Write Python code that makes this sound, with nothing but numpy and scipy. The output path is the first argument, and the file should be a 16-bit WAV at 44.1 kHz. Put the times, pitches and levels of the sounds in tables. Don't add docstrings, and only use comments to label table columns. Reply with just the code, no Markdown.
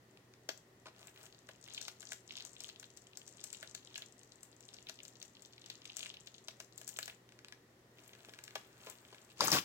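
import sys
import numpy as np
from scipy import signal
from scipy.fft import rfft, irfft
from scipy.io import wavfile

SR = 44100
rng = np.random.default_rng(int(sys.argv[2]) if len(sys.argv) > 2 else 0)


def dump(signal):
    limited = np.clip(np.atleast_2d(signal).T, -1, 1)
    pcm = np.round(limited * 32767).astype(np.int16)
    wavfile.write(sys.argv[1], SR, pcm)


N = 425124
TIME = np.arange(N) / SR

# (frequency [Hz], density [dB per Hz])
AIR_SPECTRUM = [(28, -27), (60, -15), (125, -8), (390, -5.5), (800, -13), (1650, -19), (1900, -12.5),
                (2200, -21.5), (7000, -23.5), (10000, -30.5)]
# (frequency [Hz], RMS level at the left port [dB])
MOTOR_HUM = [(120.3, -74.5), (378, -77.5)]
# (frequency [Hz], level against the left [dB])
RIGHT_PORT = [(120, 5.5), (650, -7.5), (1400, 0), (2600, 0.5), (4500, -8.5), (8000, -18), (15000, -9)]
# (time [s], clack energy [dB], clack pitch [Hz], body energy [dB], body pitch [Hz])
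TABLE_KNOCKS = [(9.407, 0, 4900, -2.5, 1030), (9.42, -18, 5000, -12, 557), (9.439, -27, 5000, -11, 690),
                (9.4732, -4, 6640, -15.5, 400), (9.4813, -4, 6500, -5, 1150), (9.504, -9, 6800, -26, 1100),
                (9.5175, 2.5, 5300, -13.5, 740), (9.527, -2.5, 5200, -23, 308),
                (9.568, -22, 5060, -8.5, 1140), (9.578, -17, 3000, -23, 1060), (9.586, -7, 2950, -18, 328)]
# (time [s], scrape level before colouring [dB], hiss level before its boost [dB])
TABLE_SLIDE = [(9.36, -69, -70.5), (9.402, -50.5, -66), (9.412, -36.5, -60), (9.45, -39, -24.5),
               (9.468, -40, -35), (9.512, -43.5, -41), (9.531, -31.5, -25), (9.586, -37.5, -37),
               (9.61, -55, -46)]
# (frequency [Hz], gain [dB])
SCRAPE_COLOUR = [(35, -1), (130, 25.5), (700, 3.5), (2200, -0.5), (6500, 5.5), (9500, -2.5)]
# (frequency [Hz], relative level [dB], t60 [s])
TABLE_MODES = [(1170, 11, 0.063), (5180, 21, 0.027)]
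# (time [s], level before film colouring [dB], pitch [Hz])
FILM_SNAPS = [(0.4907, -29, 5080), (0.576, -46, 7240), (1.072, -44, 7150), (1.231, -46.5, 7200),
              (1.256, -48.5, 7200), (1.641, -45, 6600), (1.737, -40.5, 7300), (1.747, -39, 6950),
              (1.781, -46, 4260), (1.8142, -34.5, 6100), (1.851, -46, 6300), (1.882, -35.5, 5760),
              (2.0063, -40.5, 6900), (2.121, -36.5, 6800), (2.132, -35, 6300), (2.322, -43.5, 5400),
              (2.369, -39.5, 5260), (2.406, -43, 4500), (2.451, -36.5, 6900), (2.605, -36, 6300),
              (2.638, -38, 7960), (2.671, -50, 6200), (2.69, -42.5, 4680), (2.7983, -40, 7200),
              (2.973, -42, 6750), (3.1726, -35.5, 7100), (3.279, -41, 6800), (3.4403, -31.5, 7000),
              (3.5296, -34.5, 6560), (3.6277, -47.5, 3700), (3.7494, -33.5, 5650), (3.957, -40, 3900),
              (3.9789, -36, 6760), (4.021, -43, 4200), (4.233, -49.5, 6750), (4.432, -39, 7700),
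              (4.607, -47, 6470), (4.7428, -45, 5270), (4.869, -50.5, 3640), (4.888, -41.5, 4500),
              (4.8954, -36.5, 5260), (5.033, -42, 8200), (5.052, -43, 5360), (5.081, -43, 6900),
              (5.216, -47, 4830), (5.227, -38, 6100), (5.422, -44.5, 7350), (5.459, -48, 6640),
              (5.661, -43, 5650), (5.7009, -37.5, 4870), (5.854, -44, 4460), (5.9685, -30, 6950),
              (5.993, -36, 6030), (6.029, -40.5, 3920), (6.059, -44, 3650), (6.141, -47, 4300),
              (6.272, -42.5, 4900), (6.4838, -36, 4800), (6.6019, -39.5, 5330), (6.779, -37, 8400),
              (6.8152, -46, 6750), (6.878, -33, 7100), (6.891, -34, 7040), (6.9706, -38, 7200),
              (6.989, -33, 7140), (7.0287, -35, 5000), (7.058, -39.5, 6640), (7.0788, -55, 5800),
              (7.098, -48.5, 3350), (8.079, -45.5, 9200), (8.439, -41, 6400), (8.554, -40, 5300),
              (8.8995, -36.5, 7650)]
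# (furthest lag, negative is early [s], energy against the snap [dB])
NEARBY_FOLDS = [(-.006, -17), (.008, -12), (.03, -17)]
# (start [s], length [s], crinkle level before film colouring [dB])
FILM_PULLS = [(1.7, 0.19, -53.5), (2.06, 0.06, -56), (2.327, 0.15, -55.5), (2.545, 0.015, -60),
              (2.621, 0.08, -55.5), (3.35, 0.37, -58.5), (3.905, 0.095, -57), (4.72, 0.04, -58),
              (5.645, .29, -61), (5.985, 0.12, -54), (6.78, 0.37, -61.5)]
# (start [s], length [s], rustle level before colouring [dB])
HAND_RUBS = [(1.0, 0.1, -61), (1.19, 0.072, -59), (8.0, 1.33, -64.5), (8.86, 0.055, -56)]
# (frequency [Hz], gain [dB])
FILM_COLOUR = [(700, 30), (2000, 14), (3000, 10), (5200, -0.5), (7400, 3.5), (10500, -8), (14500, -1)]
# (time [s], level before case colouring [dB])
SHELL_CRACKS = [(0.489, -48), (1.489, -48.5), (1.677, -53.5), (1.881, -42.5), (2.028, -49.5),
                (2.1193, -40.5), (2.828, -52), (3.6281, -44), (3.9786, -47.5), (4.8958, -47.5),
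                (6.4839, -46.5), (6.602, -46.5), (6.8143, -49.5), (6.988, -37.5), (7.0788, -41.5),
                (8.556, -43)]
# (time [s], energy before room and modes [dB])
NAIL_PICKS = [(0.173, -33.5), (0.338, -34), (7.291, -33.5), (7.322, -32.5), (7.39, -29.5), (7.447, -24.5),
              (7.484, -26.5), (7.524, -22), (8.136, -33), (8.151, -31.5), (8.192, -38), (8.249, -28),
              (8.294, -27.5), (8.337, -26), (8.389, -24), (8.479, -23), (8.508, -29), (9.146, -29)]
# (time [s], thud energy before room and modes [dB], pitch [Hz])
CASE_BUMPS = [(0.489, -18, 710), (0.857, -28, 610), (0.867, -27, 850), (0.882, -31, 620), (1.491, -30, 620),
              (8.286, -30.5, 500), (8.555, -15, 730), (8.869, -24, 565), (8.886, -31.5, 640),
              (9.127, -29, 500)]
# (frequency [Hz], gain [dB])
CASE_COLOUR = [(330, -7.5), (660, 6.5), (1000, -5.5), (1450, 2)]
# (frequency [Hz], relative level [dB], t60 [s])
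CASE_MODES = [(669.4, 1, 0.07), (1050, 4, 0.09), (1702, 10, 0.052), (5200, 1, 0.09)]

AIR_DB = -65
PORT_LEAD_S, BASS_ALIKE_HZ, BASS_SHARE = 0.00012, 470, 0.69
FILM_SNAP_S, CASE_TICK_S = 0.0015, 0.0045
STROKE_RISE_S, STROKE_FALL_S = 0.046, 0.0089
BITE_START_S, BITE_END_S, TEETH_TENSION_DB = 1.3, 6.65, -65.5
REST_DB, STILL_DB = -83, -122
SIZZLE_OPEN_DB, SIZZLE_COVERED_DB = -4.5, -11.5
PINCH_UNTIL_S = 0.79
CASE_UNDER_DB, CASE_DB_PER_OCTAVE, CASE_UNDER_HZ = -19, -11, 5940
SCUFF_EVEN_HZ, SCUFF_DB_PER_OCTAVE = 600, 4


def undb(db):
    return 10 ** (np.asarray(db) / 20)


def unit(x):
    return x / np.sqrt(np.sum(x ** 2, axis=-1, keepdims=True))


def energy_db(db, held_s):
    return db + 10 * np.log10(held_s * SR)


def fade(t60, size=N):
    return np.exp(-np.log(1000) * np.arange(size) / SR / t60)


def colour(x, points, share=1):
    hz, db = np.transpose(points)
    f = np.fft.rfftfreq(N, 1 / SR)
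    gain_db = share * np.interp(np.log(f + 1), np.log(hz), db)
    return irfft(rfft(x) * undb(gain_db), N)


def convolve(x, response):
    return signal.fftconvolve(x, np.atleast_2d(response), axes=1)[:, :N]


def ring(x, modes):
    response = sum(undb(db) * np.sin(2 * np.pi * hz * TIME) * fade(t60) for hz, db, t60 in modes)
    return convolve(x, unit(response))


def chirps(s, db, hz, octaves, ring_s, grit, octave_s=0.00062, scatter=1.0, size=2048):
    count, lead = len(s), size // 8
    f = np.fft.rfftfreq(size, 1 / SR) + 1
    chance = rng.standard_normal((count, 3, size))
    shared = grit * unit(chance[:, :1] * fade(ring_s, size))
    scattered = scatter * unit(chance[:, 1:] * fade(0.019, size))
    push = shared + scattered
    push[:, :, 0] += np.sign(chance[:, :1, -1])
    band = np.exp(-.5 * (np.log2(f / np.reshape(hz, (-1, 1, 1))) / octaves) ** 2)
    travel = .5 + rng.random((count, 1, 1))
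    delay = lead + SR * octave_s * travel * np.log2(8000 / (f + 1500))
    glide = np.exp(-2j * np.pi * np.cumsum(delay, axis=-1) / size)
    waves = unit(irfft(rfft(push) * band * glide))
    out = np.zeros((2, N + 2 * size))
    starts = (np.clip(s, 0, N / SR) * SR).astype(int)
    for start, gain, wave in zip(starts, undb(db), waves):
        out[:, start:start + size] += gain * wave
    return out[:, lead:lead + N]


def crackle(effort, low_hz, high_hz, spread_db, octaves, rub_db, count):
    s, level_db = np.transpose(effort)
    level = undb(np.interp(TIME, s, level_db)) * (TIME >= s[0])
    when, pitch, strength = rng.random((count, 3)).T
    progress = (np.arange(count) + 2 * when) / (count + 2)
    times = np.interp(progress, np.cumsum(level) / level.sum(), TIME)
    uneven = unit(undb(spread_db * strength ** 2))
    size = uneven * np.sqrt(level.sum() * undb(np.interp(times, s, level_db)))
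    hz = high_hz * (low_hz / high_hz) ** pitch ** 2
    slips = chirps(times, 20 * np.log10(size), hz, octaves, ring_s=0.004, grit=0.4, octave_s=.0011, scatter=.55)
    band = signal.butter(1, [low_hz, high_hz], "band", fs=SR, output="sos")
    noise = rng.standard_normal((2, N)) + rng.standard_normal(N)
    rub = np.sqrt(N) * unit(signal.sosfilt(band, noise))
    return slips + rub * undb(rub_db) * level


def place(x, room_db, room_s, shade):
    tail = rng.standard_normal((2, N)) * fade(room_s) * (TIME > .003)
    wet = undb(room_db) * convolve(x, unit(tail))
    left = np.interp(TIME - PORT_LEAD_S, TIME, x[0]) + wet[0]
    right = colour(x[1], RIGHT_PORT) + colour(wet[1], RIGHT_PORT, shade)
    bass = signal.butter(2, BASS_ALIKE_HZ, fs=SR, output="sos")
    return np.array([left, right + BASS_SHARE * signal.sosfiltfilt(bass, left - right)])


def fan():
    common, *own = rng.standard_normal((3, N))
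    f = np.fft.rfftfreq(N, 1 / SR)
    alike = 1 / (1 + (f / 650) ** 4)
    noise = irfft(rfft(common) * np.sqrt(alike) + rfft(own) * np.sqrt(1 - alike), N)
    rush = undb(AIR_DB) * np.sqrt(N) * unit(colour(noise, AIR_SPECTRUM))
    hum = sum(undb(db) * np.sqrt(2) * np.sin(2 * np.pi * hz * TIME) for hz, db in MOTOR_HUM)
    air = rush + hum
    return np.array([air[0], colour(air[1], RIGHT_PORT, 0.44)])


def knocking():
    s, db, hz, body_db, body_hz = np.transpose(TABLE_KNOCKS)
    clacks = chirps(s, db, hz, octaves=0.3, ring_s=0.016, grit=0.69)
    body = chirps(s, body_db, body_hz, octaves=0.27, ring_s=0.033, grit=0.16, size=4096)
    sizzle = chirps(s, db - 11.5, 11700, octaves=0.3, ring_s=0.016, grit=1.0)
    return clacks + body + sizzle


def sliding():
    s, scrape_db, hiss_db = np.transpose(TABLE_SLIDE)
    effort = np.column_stack([s, scrape_db])
    scrape = crackle(effort, low_hz=746, high_hz=7500, spread_db=11, octaves=0.69, rub_db=-1, count=300)
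    hiss_s = s[0] + np.ptp(s) * rng.random(300)
    hiss = chirps(hiss_s, np.zeros(300), 13800, octaves=0.35, ring_s=.01, grit=1.0)
    return colour(scrape, SCRAPE_COLOUR) + hiss * undb(11 + np.interp(TIME, s, hiss_db))


def rummage():
    things = knocking() + sliding()
    return place(things + undb(-18.5) * ring(things, TABLE_MODES), room_db=-10.5, room_s=0.18, shade=0.66)


def bitten(s):
    return (s > BITE_START_S) & (s < BITE_END_S)


def sizzle_db(s):
    return np.where(bitten(s) | (s < PINCH_UNTIL_S), SIZZLE_COVERED_DB, SIZZLE_OPEN_DB)


def work(strokes, rest_db):
    s = TIME[::200]
    power = np.interp(s, TIME, undb(rest_db) ** 2 * np.ones(N))
    for start, length, db in strokes:
        before, after = np.maximum(start - s, 0), np.maximum(s - start - length, 0)
        stroke = undb(db) * np.exp(-before / STROKE_RISE_S - after / STROKE_FALL_S)
        power = power + stroke ** 2
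    return np.column_stack([s, 10 * np.log10(power)])


def picking():
    s, db = np.transpose(NAIL_PICKS)
    return chirps(s, db, 2900, octaves=1.05, ring_s=.007, grit=.7, scatter=.5)


def bumping():
    s, db, hz = np.transpose(CASE_BUMPS)
    thuds = chirps(s, db, hz, octaves=0.85, ring_s=0.045, grit=3, size=4096)
    scuff_db = db + SCUFF_DB_PER_OCTAVE * np.log2(hz / SCUFF_EVEN_HZ)
    scuffs = chirps(s, scuff_db, 3300, octaves=0.81, ring_s=0.041, grit=4.4, size=4096)
    return thuds + scuffs


def hollow_case():
    s, film_db, hz = np.transpose(FILM_SNAPS)
    crack_s, crack_db = np.transpose(SHELL_CRACKS)
    tick_db = film_db + CASE_UNDER_DB + CASE_DB_PER_OCTAVE * np.log2(hz / CASE_UNDER_HZ)
    all_s = np.append(s, crack_s)
    all_db = energy_db(np.append(tick_db, crack_db), CASE_TICK_S)
    ticks = chirps(all_s, all_db, 1680, octaves=1.83, ring_s=0.028, grit=0.71)
    effort = work(HAND_RUBS, STILL_DB)
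    fingers = crackle(effort, low_hz=700, high_hz=1800, spread_db=10, octaves=0.7, rub_db=2, count=250)
    return colour(ticks + undb(-14.5) * fingers, CASE_COLOUR) + picking() + bumping()


def snapping():
    s, film_db, hz = np.transpose(FILM_SNAPS)
    db = energy_db(film_db, FILM_SNAP_S)
    snaps = chirps(s, db, hz, octaves=0.4, ring_s=.004, grit=0.8, octave_s=.0011, scatter=.8)
    for lag_s, fold_db in NEARBY_FOLDS:
        fold_s = s + lag_s * rng.random(len(s))
        snaps = snaps + chirps(fold_s, db + fold_db, hz, octaves=0.72, ring_s=0.0076, grit=0.32)
    return snaps


def sizzling():
    s, film_db, _ = np.transpose(FILM_SNAPS)
    db = energy_db(film_db, FILM_SNAP_S) + sizzle_db(s)
    return chirps(s, db, 13500, octaves=0.3, ring_s=0.0037, grit=1.0)


def crinkling():
    grip = work(FILM_PULLS, np.where(bitten(TIME), TEETH_TENSION_DB, REST_DB))
    return crackle(grip, low_hz=3500, high_hz=7400, spread_db=24, octaves=0.4, rub_db=-18, count=1000)


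def rustling():
    effort = work(HAND_RUBS, STILL_DB)
    return crackle(effort, low_hz=3640, high_hz=13500, spread_db=21, octaves=0.58, rub_db=-10.5, count=900)


def wrap():
    film = colour(snapping() + crinkling() + rustling(), FILM_COLOUR) + sizzling()
    case = hollow_case()
    return place(film + case + undb(-17) * ring(case, CASE_MODES), room_db=-9, room_s=0.26, shade=0.65)


def scene():
    return fan() + rummage() + wrap()


def record(dry):
    return signal.sosfilt(signal.ellip(10, .2, 70, 16000, fs=SR, output="sos"), dry)


dry = scene()
out = record(dry)
dump(out)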